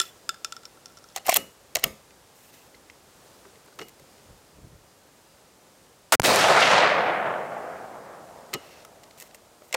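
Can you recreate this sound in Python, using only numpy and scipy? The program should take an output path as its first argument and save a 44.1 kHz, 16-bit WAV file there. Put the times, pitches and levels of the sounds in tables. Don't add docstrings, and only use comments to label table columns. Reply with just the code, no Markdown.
import sys
import numpy as np
from scipy import signal
from scipy.fft import rfft, irfft
from scipy.io import wavfile
from scipy.ndimage import uniform_filter1d

SR = 44100
rng = np.random.default_rng(int(sys.argv[2]) if len(sys.argv) > 2 else 0)


def store_pcm(level_fs):
    pcm = np.round(np.clip(level_fs, -1, 1) * 32767).astype(np.int16)
    wavfile.write(sys.argv[1], SR, np.atleast_2d(pcm).T)


def linear_from_db(decibels):
    return 10 ** (np.asarray(decibels, float) / 20)


N = 430416
T = np.arange(N) / SR
SHOT_S = 6.12
RAIL, CUT_HZ = 0.46, 171


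def curve(rows):
    s, *columns = np.transpose(rows)
    return [np.interp(T, s, c) for c in columns]


def band(x, lo_hz, hi_hz, order=2):
    return signal.sosfilt(signal.butter(order, [lo_hz, min(hi_hz, .45 * SR)], "band", fs=SR, output="sos"), x)


def hiss(lo_hz, hi_hz, size=N):
    x = band(rng.standard_normal(size), lo_hz, hi_hz)
    return x / x.std()


def tinted(peaks):
    white = rng.standard_normal(N)
    x = sum(linear_from_db(db) * band(white, hz - w / 2, hz + w / 2) for hz, w, db in peaks)
    return x / x.std()


def deep(x):
    hz = np.fft.rfftfreq(N, 1 / SR)
    return irfft(rfft(x) * np.sqrt(1 + (CUT_HZ / np.maximum(hz, 40)) ** 6), N)


def ring(x, hz, t60):
    radius = np.exp(-np.log(1000) / (t60 * SR))
    w = 2 * np.pi * hz / SR
    return signal.lfilter([0, np.sin(w)], [1, -2 * radius * np.cos(w), radius * radius], x)


def walk(rate, size=N):
    k = int(SR / rate)
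    return 0.71 * uniform_filter1d(np.repeat(rng.standard_normal(size // k + 1), k), k)[:size]


def add(out, s, x):
    i = int(s * SR)
    out[i:i + len(x)] += x[:N - i]


def fade(t60, rise=0.00074, bend=1.25):
    t = T[:int(.15 * SR)]
    return (1 - np.exp(-t / rise)) * np.exp(-np.log(1000) * (t / max(t60, .002)) ** bend)


def field():
    # f/Hz, density level/dB per Hz
    spectrum = [(15, -44), (25, -19), (53, -9), (82, -7), (185, -7), (285, -8), (545, -5), (607, -7.5),
                (775, -9), (1440, -13.5), (2220, -17.5), (2410, -18), (7310, -19), (8590, -20),
                (16000, -30)]
    # t/s, level/dB
    swell = [
        (0, 3),
        (1.5, 3.5),
        (6.1, 1),
        (6.2, 9.5),
        (8.5, 6),
        (9.76, 5),
    ]
    field_db = -59.5
    hz = np.fft.rfftfreq(N, 1 / SR) + 1
    spectrum_hz, spectrum_db = np.transpose(spectrum)
    db = np.interp(np.log(hz), np.log(spectrum_hz), spectrum_db)
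    x = irfft(rfft(rng.standard_normal(N)) * linear_from_db(db), N)
    return deep(x / x.std()) * linear_from_db(field_db + curve(swell)[0] + 0.89 * walk(3.52))


def shell():
    # t/s, peak level/dB, mouth ring over it/dB, rim tick over it/dB
    bounces = [(0.0004, -4.5, -28, -14), (0.0143, -15, -14, -12), (0.2914, -11, -6.5, -22),
               (0.343, -34, -6, -14), (0.4463, -14, -10, -7), (0.523, -20.5, -7.5, -12),
               (0.5656, -32, -1, -4), (0.633, -40, -3, -11.5), (0.654, -31.5, -11, -2),
               (0.7724, -50, 4, -17), (0.8585, -36.5, -9, 5.5), (0.868, -52, -3, 6), (0.882, -52, -1, 4),
               (0.8994, -50, 1, -9), (0.9228, -51, -10, 0), (0.972, -41.5, -0.5, 1), (0.977, -50, -5, 7),
               (0.987, -43.5, -20, -2), (1.0413, -45.5, 3.5, 4), (1.0877, -46, -8, 2),
               (1.0995, -42, -15, -15), (1.124, -54, -8, 5), (0.0535, -34, -14, -12)]
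    # f/Hz, level/dB, T60/s
    hull_modes = [(376, -5.5, 0.11), (1720, -8, 0.0064), (4200, -19, 0.013), (3590, -16, 0.047),
                  (5190, -6, 0.0084), (7480, -9.5, 0.0065), (8350, -9, 0.0052)]
    # f/Hz, T60/s
    mouth_mode = (1340, .055)
    # f/Hz, T60/s
    rim_mode = (5550, .012)
    # f/Hz, level/dB, T60/s
    rim_overtones = [(6100, -5.5, 0.0095), (6850, -10, 0.007), (8900, -21, .01)]
    # f/Hz, T60/s
    wall_mode = (3480, .12)
    wall_level_db, wall_with_mouth, wall_fade_db_per_s = -10, 1, -3
    shiver_db, shiver_s = -30.5, 0.13
    crack, mouth, rim, wall = np.zeros((4, N))
    for s, db, mouth_db, rim_db in bounces:
        add(crack, s, linear_from_db(db) * (fade(0.0097) + linear_from_db(shiver_db) * fade(shiver_s, bend=1.0)))
        add(mouth, s, linear_from_db(db + mouth_db) * np.ones(1))
        add(rim, s, linear_from_db(db + rim_db) * np.ones(1))
        wall_db = db + wall_level_db + wall_with_mouth * mouth_db + wall_fade_db_per_s * s
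        add(wall, s, linear_from_db(wall_db) * np.ones(1))
    crack = crack * hiss(2130, 9000)
    hull = sum(linear_from_db(db - 22.0) * ring(crack + 0.26 * mouth, hz, t60) for hz, db, t60 in hull_modes)
    mouth_hz, mouth_t60 = mouth_mode
    pair = ring(mouth, mouth_hz, mouth_t60) - .8 * ring(mouth, mouth_hz * 1.075, .4 * mouth_t60)
    wall_hz, wall_t60 = wall_mode
    side = .25 * ring(wall, wall_hz, wall_t60) + ring(wall, wall_hz * 1.045, .3 * wall_t60)
    brass = ring(rim, *rim_mode) + sum(linear_from_db(db) * ring(rim, hz, t60) for hz, db, t60 in rim_overtones)
    return linear_from_db(-8.0) * crack + hull + linear_from_db(-4.5) * pair + linear_from_db(-5.5) * side + linear_from_db(-1.5) * brass


def stopped():
    # t/s, level/dB, f/Hz, length/s
    stopped_rings = [(1.2903, -11, 690, .0095), (1.2903, -17, 1055, .004), (1.299, -24, 1050, .007),
                     (1.2815, -22, 810, 0.0063), (1.2815, -29, 1040, .005), (1.312, -27, 2320, .004),
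                     (1.3255, -19, 690, 0.0046), (1.3415, -25, 3330, .005), (1.3415, -29, 3000, .004),
                     (1.361, -21, 3300, .004), (1.3625, -25, 4050, 0.0027), (1.358, -28, 2350, .004),
                     (1.368, -20, 3470, 0.0032), (1.3685, -24, 2760, 0.0045), (1.3695, -25.5, 780, .005),
                     (1.36, -28.5, 970, 0.0055), (.0055, -26, 1340, 0.013), (.0006, -15, 3470, .003),
                     (.0006, -15, 7300, .002), (.0006, -20, 9300, .002), (.061, -45, 3450, .01),
                     (.087, -49, 3460, .016), (.059, -52, 7100, .006), (1.8405, -11, 2930, .003),
                     (6.1238, -12, 6500, .0015), (8.541, -30, 2500, .006), (8.539, -33, 4200, .005),
                     (8.538, -30, 6600, .004), (.037, -42, 1340, 0.009), (3.45, -49, 1150, .01),
                     (3.45, -57, 1550, .01), (3.682, -55, 1470, .008), (4, -52, 550, .02),
                     (3.725, -53, 1480, .008), (3.557, -57, 450, .02), (3.791, -42, 2020, 0.0077),
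                     (3.791, -42, 2550, .006)]
    out = np.zeros(N)
    for s, db, hz, length in stopped_rings:
        t = T[:int(2 * length * SR)]
        envelope = linear_from_db(db - 9 * (t / length) ** 3) * np.minimum(2 * t * hz, 1)
        add(out, s, envelope * np.sin(2 * np.pi * hz * t))
    return out


def action():
    # t/s, steel peak level/dB, body over it/dB, bright edge over it/dB
    opening = [(1.1618, -20.5, -1, 3.5), (1.168, -41, -1, -5), (1.173, -24.5, -6, -3),
               (1.1805, -32, 0.5, 0), (1.196, -46, -7, -7), (1.2577, -40, 9, -6), (1.2652, -32, 0, 9.5),
               (1.268, -38, 1, 3), (1.2712, -29, 2, 4), (1.282, -28.5, 9, 4), (1.285, -32.5, 8, 1),
               (1.2903, -20, -12, -4), (1.2941, -11.5, -17, 5.5), (1.2995, -28, -6, 6),
               (1.3095, -26, -21, -1), (1.319, -15.5, -24, 1), (1.3258, -15, -13, -4),
               (1.3375, -30, -16, 7), (1.3418, -20, -19, 9.5), (1.354, -20, -6, -8), (1.357, -23, -8, 0),
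               (1.3592, -24, -8, 6), (1.3615, -20, -2, 8), (1.3632, -25, -3, -1), (1.3681, -16, -3, 11)]
    # t/s, steel peak level/dB, body over it/dB, bright edge over it/dB
    closing = [(1.752, -20.5, -12.5, 8.5), (1.756, -8, -10.5, -3), (1.7675, -22, 3, 2),
               (1.7736, -45, 17, -4), (1.787, -31, -11, -7), (1.7945, -37, -3, 5), (1.8235, -46, 11, -11),
               (1.832, -29, -5, -9), (1.835, -25, -1, -9), (1.8395, -5, -10, 3), (1.851, -41, 7, -8),
               (1.859, -41, 2, -6), (1.868, -44, 12, -5), (1.879, -45, 9, -5), (9.7095, -41, -1, -9),
               (9.7268, -15.5, -34, -2), (9.7335, -28, 5, -11), (9.741, -17, -12, -1),
               (9.7438, -9, -0.5, -1.5), (9.747, -18, 2, -7), (9.7495, -31, 9, -11)]
    # t/s, steel peak level/dB, body over it/dB, bright edge over it/dB
    stock = [(2.106, -47, -6, -5), (2.54, -51, -8, -6), (2.747, -43, -6, -15), (3.677, -51.5, 9, -10),
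             (3.814, -32, -1.5, -14), (3.821, -41, 6, -15), (3.829, -47, -8, -7), (3.891, -57, -10, 8),
             (3.996, -48.5, 0, 2), (4.18, -51, 0.5, -4), (8.5376, -15.5, -8, 3), (8.547, -24, -5, -10),
             (8.553, -33, 4, -14)]
    # t/s, steel peak level/dB, body over it/dB, bright edge over it/dB
    latch = [
        (3.449, -56, 11, -9),
        (3.453, -51, 10, -9),
        (3.682, -55, 8, -9),
        (3.727, -52, 3, -2),
        (3.789, -32, 1, 0),
        (3.793, -26, -5, -16),
        (8.5315, -26, -9, -5),
        (8.533, -25, 2, -14),
        (8.543, -17.5, -9, -7),
        (8.849, -30, -2, 1),
    ]
    # t/s, steel peak level/dB, body over it/dB, bright edge over it/dB
    fingers = [(2.8988, -37, -22, -20), (3.556, -48, -10, -12), (3.66, -56, -8, 5), (3.757, -58, -10, 7),
               (3.893, -51, -15, 1), (9.039, -38.5, -10, -5), (3.8026, -45, -3, -15),
               (3.884, -45, -16, 6.5), (9.034, -38, -12, 0), (9.109, -37, -10, -7), (9.176, -45, 1, -1),
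               (9.1845, -44, -15, -8), (9.2, -32, -12, 3.5), (9.209, -34, -12, 3), (9.2177, -36.5, -7, -6),
               (9.223, -34.5, -3, 4.5), (9.31, -41, -10, -9), (9.346, -35, -5, 1), (9.3894, -58, -1, -5),
               (9.4494, -53, 0, -7), (9.619, -46.5, 14, -15)]
    # contacts, body f/Hz, T60/s of a middling blow
    parts = [(opening, 693, 0.017), (closing, 614, 0.016), (stock, 405, 0.02), (latch, 1190, 0.012),
             (fingers, 578, 0.015)]
    # t/s, level/dB, f/Hz, T60/s
    lone_rings = [(0.004, -30, 3475, 0.05), (.004, -36, 7200, 0.039), (.0008, -40, 7340, .08),
                  (.014, -38, 7150, .05), (.0145, -27, 3461, .04), (.6538, -44, 5450, .05),
                  (.5656, -44, 5450, .04), (.4464, -36, 5300, .06), (.002, -44, 5260, .14),
                  (.002, -44, 8950, .09), (.015, -31, 5350, .05), (.015, -31, 9300, .03),
                  (.2918, -34, 1670, .03), (.343, -44, 1600, .03), (3.46, -49.5, 395, .15),
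                  (1.325, -19.5, 2320, .02), (1.294, -16, 2390, 0.023), (1.37, -37.5, 540, 0.19),
                  (1.756, -27.5, 655, .02), (1.843, -30, 1300, .04), (1.84, -24, 2200, 0.02),
                  (1.293, -19, 2170, .02), (1.843, -30, 3300, .03), (1.866, -41, 2850, .04),
                  (1.848, -40, 236, .3), (1.845, -42, 399, .2), (1.845, -40, 1165, .1),
                  (1.845, -48, 635, .3), (1.846, -48, 2256, .2), (1.846, -47, 2070, .15),
                  (8.54, -46, 2110, 0.12), (8.545, -35, 1278, 0.14), (1.196, -52, 2904, 0.072),
                  (1.385, -41, 2915, 0.3), (1.842, -41.5, 531, 0.39), (1.843, -52, 1196, 0.61),
                  (1.845, -41, 212, 0.28), (2.106, -52.5, 2070, .03), (2.745, -45, 2060, 0.032),
                  (2.899, -37.5, 2100, 0.015), (3.792, -52, 2890, 0.17), (3.816, -46, 2890, 0.22),
                  (8.548, -37, 2900, 0.2), (8.55, -62, 2730, 0.88)]
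    # start t/s,
    # length/s, level/dB, bright over it/dB, change start to end/dB
    slides = [(.006, .1, -50, -2, -16), (1.145, .045, -49, -10, -16), (1.243, 0.076, -52, -8, 11),
              (1.323, 0.094, -36.5, -11, -19), (1.76, .075, -66, -6, -12), (1.856, 0.11, -67, 14, -22),
              (2.346, 0.16, -70.5, 1, 4.5), (2.52, 0.16, -62, -3, -8), (3.785, 0.1, -59, -5, -7),
              (8.565, 0.13, -63, -11, 9.5), (8.692, 0.144, -54, -14, -3), (8.84, .06, -65, -6, -12),
              (9.17, 0.11, -59, -0.5, -3), (9.338, 0.021, -58, 1, -3), (9.627, 0.08, -71, 6, -3)]
    # f/Hz, level/dB, T60/s
    steel_modes = [(531, -18, 0.13), (1290, -21.5, 0.13), (2110, -29, 0.16), (2800, -16.5, 0.02),
                   (4340, -35, .05), (7020, -20, 0.049)]
    # f/Hz, width/Hz, level/dB
    clack_peaks = [(2100, 375, 8), (2790, 710, 5.5), (4050, 1030, 2.5), (5280, 720, 2)]
    # f/Hz, width/Hz, level/dB
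    edge_peaks = [(7200, 2200, 0.14), (7930, 2900, -1.02)]
    # f/Hz, width/Hz, level/dB
    spark_peaks = [(11500, 3100, -0.5), (13400, 2700, 1.5)]
    # f/Hz, width/Hz, level/dB
    squeal_peak = (2670, 290, -6.5)
    body_spread, middling_db, harder_is_shorter = 0.073, -25, 0.05
    tick_db, tick_share = -2.5, 0.22
    cloth_db, parts_db, slide_start_s = -3, -2, .012

    steel, edge, spark, rattle, knock, rung, squeal, cloth = np.zeros((8, N))
    hits = [(*hit, hz, t60) for contacts, hz, t60 in parts for hit in contacts]
    for (s, db, body_db, edge_db, hz, t60), chance in zip(hits, rng.standard_normal(len(hits))):
        hz = hz * (1 + body_spread * chance)
        t60 = t60 * linear_from_db(harder_is_shorter * (middling_db - db))
        tick = linear_from_db(tick_db) * fade(tick_share * t60, rise=0.00019)
        add(steel, s, linear_from_db(db - 7) * (fade(t60) + tick))
        add(edge, s, linear_from_db(db + 0.87 * edge_db - 10) * (fade(0.85 * t60) + tick))
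        add(spark, s, linear_from_db(db + 2.0 * edge_db - 15.5) * (fade(0.73 * t60) + tick))
        add(rattle, s, linear_from_db(db + body_db - 12.0) * fade(1.52 * t60))
        swing = fade(2.0 * t60, rise=.0006)
        add(knock, s, linear_from_db(db + body_db - 6.5) * swing * np.sin(2 * np.pi * hz * T[:len(swing)]))

    for s, db, hz, t60 in lone_rings:
        t = T[:int(t60 * SR)]
        add(rung, s, linear_from_db(db - 60 * t / t60) * np.sin(2 * np.pi * hz * t))

    grit_db = 2.1 * walk(120)
    for s, length, db, bright_db, change_db in slides:
        on = (T > s) & (T < s + length)
        since = T[on] - s
        rub = linear_from_db(db + change_db * since / length + grit_db[on]) * np.minimum(since / slide_start_s, 1)
        steel[on] += linear_from_db(parts_db) * rub
        cloth[on] += linear_from_db(cloth_db) * rub
        squeal[on] += linear_from_db(squeal_peak[2]) * rub
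        rattle[on] += linear_from_db(-15.0) * rub
        edge[on] += linear_from_db(bright_db) * rub
        spark[on] += linear_from_db(bright_db + 1) * rub

    steel = steel * tinted(clack_peaks)
    body = knock + rattle * hiss(494, 1470)
    rings = sum(linear_from_db(db - 30) * ring(steel + body, hz, t60) for hz, db, t60 in steel_modes)
    bright = edge * tinted(edge_peaks) + spark * tinted(spark_peaks)
    rubbing = cloth * hiss(1400, 6400) + squeal * tinted([squeal_peak])
    return steel + bright + body + rings + rung + rubbing


def bench(x, t60=0.36, wet_db=-47, gap=0.0068):
    t = T[:int(.3 * SR)]
    tail = rng.standard_normal(len(t)) * np.exp(-np.log(1000) * t / t60) * (t > gap)
    return x + linear_from_db(wet_db) * band(signal.fftconvolve(x, tail)[:N], 150, 5700, order=1)


def cricket():
    chirp_hz, chirp_db = 4900, -74
    chirp_at_s, chirp_every_s, chirp_share = 4.9, .39, .14
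    phase = ((T - chirp_at_s) / chirp_every_s + .5) % 1 - .5
    chirps = np.exp(-(phase / chirp_share) ** 2) * linear_from_db(chirp_db + 3.5 * walk(2.5))
    return chirps * hiss(chirp_hz - 170, chirp_hz + 170)


def rumble():
    # peak t/s, level/dB, brightness/dB, rise/s, fall/s
    thuds = [(1.292, -55, -10, 0.06, 0.063), (1.38, -53.5, 13, 0.046, 0.12), (1.768, -46, -5, .02, 0.05),
             (1.856, -42, 3.5, 0.032, 0.097), (1.942, -57, -18, .05, 0.081), (3.804, -59, 18, 0.025, 0.079),
             (4.02, -56, -8, .05, .04), (4.31, -49, -9, 0.074, 0.086), (4.588, -49, -9, 0.083, 0.054),
             (4.646, -44, -11.5, .04, 0.087), (4.736, -49, -12, 0.088, 0.14),
             (8.546, -46, 17.5, 0.017, 0.047)]
    skirt_db = -22.5
    low, upper = np.zeros((2, N))
    for s, db, upper_db, rise, fall in thuds:
        on = (T > s - rise) & (T < s + fall)
        thud = linear_from_db(db + skirt_db * np.maximum((s - T[on]) / rise, (T[on] - s) / fall))
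        low[on] += linear_from_db(-1.5) * thud
        upper[on] += linear_from_db(upper_db - 1.5) * thud
    return deep(linear_from_db(1.2 * walk(60)) * (low * hiss(34, 144) + upper * hiss(156, 500)))


def shot():
    # t/s, level/dB
    blast_levels = [
        (6.1212, -37),
        (6.1225, -17),
        (6.1245, -5),
        (6.128, -8.5),
        (6.14, 1.5),
        (6.153, -1),
        (6.198, -8),
        (6.23, -8.5),
        (6.25, -19),
        (6.28, -27),
    ]
    # t/s, offset/rails
    pressure_swing = [(6.122, 0), (6.136, .2), (6.141, 1.1), (6.152, 1.6), (6.16, 11), (6.196, 11),
                      (6.1976, 2), (6.1979, -1.2), (6.1985, -1), (6.1988, 1.2), (6.1993, 1), (6.1998, -.6),
                      (6.2008, -4.5), (6.229, -10), (6.2325, -1.83), (6.26, 0.5), (6.29, 0)]
    # t/s, level above the low rail/rails
    spikes = [
        (6.1564, 1.8),
        (6.2195, 1.1),
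        (6.2255, .15),
    ]
    # t/s, level/dB, upper f/Hz
    slaps = [
        (6.258, 0, 7000),
        (6.359, -1.5, 9500),
        (6.48, -24, 10000),
        (7.012, -42, 11500),
    ]
    treble_level_db, treble_lag = -7.5, 0.3
    first_crack_db, first_crack_s = 5, 0.011
    db = curve(blast_levels)[0]
    first_crack = first_crack_db * np.exp(-np.abs(T - SHOT_S) / first_crack_s)
    treble_db = treble_level_db - treble_lag * db + first_crack
    on = (T > blast_levels[0][0]) & (T < blast_levels[-1][0])
    roar = on * linear_from_db(db) * (hiss(250, 1550) + linear_from_db(treble_db) * hiss(1370, 10000))
    blast = roar + RAIL * curve(pressure_swing)[0]
    for s, rails in spikes:
        i = int(s * SR)
        blast[i:i + 3] = RAIL * (rails - 1)
    for s, slap_db, hz in slaps:
        burst = band(rng.standard_normal(int(.15 * SR)), hz / 3.1, hz * 1.08)
        add(blast, s, linear_from_db(slap_db) * fade(0.0081) * burst)
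    return blast


def woods():
    # t/s, level/dB, path through the air/m
    echo_levels = [(6.24, -27, 0), (6.31, -19, 30), (6.57, -21.5, 87), (6.7, -21, 103), (6.8, -21, 126),
                   (6.9, -22.5, 181), (7.0, -23, 251), (7.27, -26, 517), (7.66, -34.5, 726),
                   (8.4, -45, 1001), (9.6, -60, 1201)]
    band_centres = (160, 700, 2800, 8500)
    # f/Hz, level/dB
    echo_colour = [(50, -24), (110, 3.5), (300, -6.5), (450, -0.5), (700, 6), (1000, 2), (1500, 4.5),
                   (2200, 4), (5000, -0.5), (14000, -3)]
    # t/s, level/dB, f/Hz, length/s
    stands = [(6.255, 10.5, 2800, 0.015), (6.4, -3, 2000, 0.11), (6.287, 4.5, 770, .006),
              (5.6, 3, 900, 0.0085), (6.385, 4, 1600, 0.0071), (6.577, 4, 1400, .006),
              (6.833, 4, 1900, .006), (6.73, 5.5, 620, .006), (6.66, -4, 380, 0.035), (6.41, -4, 750, .05),
              (6.5, 2, 4500, .3), (6.298, 2, 550, .03), (6.455, 5.5, 730, 0.021), (6.512, 7, 650, 0.012),
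              (6.567, 4, 680, 0.027), (6.605, 5.5, 9000, 0.0063), (6.628, 3, 2800, 0.02),
              (6.853, 1.5, 2400, 0.07), (6.553, 2.5, 1700, 0.054), (6.676, 4.5, 2100, 0.0061),
              (6.628, 4.5, 2400, 0.011), (6.498, 1.5, 1500, .02), (6.723, 1, 1600, .012),
              (6.771, 1, 1400, .012), (6.43, 3, 2700, .03), (6.657, 4, 11500, 0.083),
              (6.74, 2.5, 2400, 0.09), (6.79, 2.5, 570, 0.025), (6.917, 2, 700, 0.012),
              (7.033, 2.5, 500, 0.016), (7.11, 2, 620, 0.02)]
    stand_octaves = 0.99
    trunk_db, trunk_s = 1.6, .0004
    air_db_per_km, air_power = 5.5, 1.562
    bass_start_db, boom_db, boom_s, bass_lingers_db_per_s = -18.5, 25, 0.34, 4
    middle_db, treble_db = -2, 1

    late = T > 6.2
    size = late.sum()
    fine = np.fft.rfftfreq(size, 1 / SR) + 20
    colour_hz, colour_level = np.transpose(echo_colour)
    colour_db = np.interp(np.log(fine), np.log(colour_hz), colour_level)
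    hold = int(trunk_s * SR)
    trunk_levels = np.repeat(rng.exponential(size=size // hold + 1), hold)[:size]
    trunks = rng.standard_normal(size) * linear_from_db(trunk_db * trunk_levels)
    noise = irfft(rfft(trunks / trunks.std()) * linear_from_db(colour_db) * np.sqrt(SR / fine / .56), size)

    hz, t, cells = signal.stft(noise, SR, nperseg=384, noverlap=320)
    at = np.minimum((t * SR).astype(int), size - 1)
    hz = hz[:, None] + 20
    db, path_m = (c[late] for c in curve(echo_levels))
    now = T[late][at]
    since = now - SHOT_S
    bass_db = bass_start_db + boom_db * np.exp(-since / boom_s) + bass_lingers_db_per_s * since
    bass, _, middle, treble = (np.interp(np.log(hz), np.log(band_centres), row) for row in np.eye(4))
    air_db = air_db_per_km * (hz / 1000) ** air_power * path_m[at] / 1000
    stand_db = sum(lift_db * np.exp(-(np.log2(hz / at_hz) / stand_octaves) ** 2 - ((now - s) / length) ** 2)
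                   for s, lift_db, at_hz, length in stands)

    half_octave = (2 * np.log2(hz[:, 0] / 20)).astype(int) % 20
    own = np.array([walk(14.14, size=size)[at] for _ in range(20)])[half_octave]
    whole_stands = 1.1 * walk(24.56, size=size)[at]
    single_trunks = 1.33 * walk(110, size=size)[at] * (hz > 900)
    flutter_db = whole_stands + single_trunks + 1.77 * own
    gain_db = bass * bass_db + middle * middle_db + treble * treble_db - air_db + stand_db + flutter_db
    echo = signal.istft(cells * linear_from_db(gain_db), SR, nperseg=384, noverlap=320)[1][:size]
    out = np.zeros(N)
    out[late] = np.clip((T[late] - 6.235) / 0.011, 0, 1) * linear_from_db(db - 6.5) * echo
    return out


def scene():
    handling = bench(shell() + action()) + stopped() + rumble()
    return (handling + shot() + woods() + field() + cricket())[None]


def band_limit(x):
    return signal.sosfilt(signal.butter(12, 16970, fs=SR, output="sos"), x)


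def record(dry):
    # t/s, level/dB
    ducking = [
        (6.12, 1.5),
        (6.126, -2.5),
        (6.132, -6),
        (6.16, -10.5),
        (6.2, -3),
        (6.8, -0.5),
        (7, -2),
    ]
    # f/Hz, width/Hz, level/dB
    capsule = (13900, 950, -6)
    # t/s, level/dB, length/s
    thumps = [
        (6.155, -28, .002),
        (6.2032, -23, 0.0026),
        (6.223, -28, .0025),
    ]
    wider_s, wider_rail = 6.4, 2.2
    ceiling = 0.85
    rail = RAIL * np.where(T > wider_s, wider_rail, 1)
    clipped = np.clip(dry, -rail, rail)
    cut = signal.sosfilt(signal.butter(3, CUT_HZ, "high", fs=SR, output="sos"), clipped)
    hz, width, db = capsule
    cut = cut + linear_from_db(db) * band(cut, hz - width / 2, hz + width / 2, order=1)
    held = ceiling * np.tanh(cut * linear_from_db(curve(ducking)[0]) / ceiling)
    for s, db, length in thumps:
        held = held + linear_from_db(db) * (s - T) / length * np.exp(-((T - s) / length) ** 2)
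    mix = signal.sosfilt(signal.ellip(8, .2, 60, 15800, fs=SR, output="sos"), held)
    return band_limit(mix)


dry = scene()
out = record(dry)
store_pcm(out)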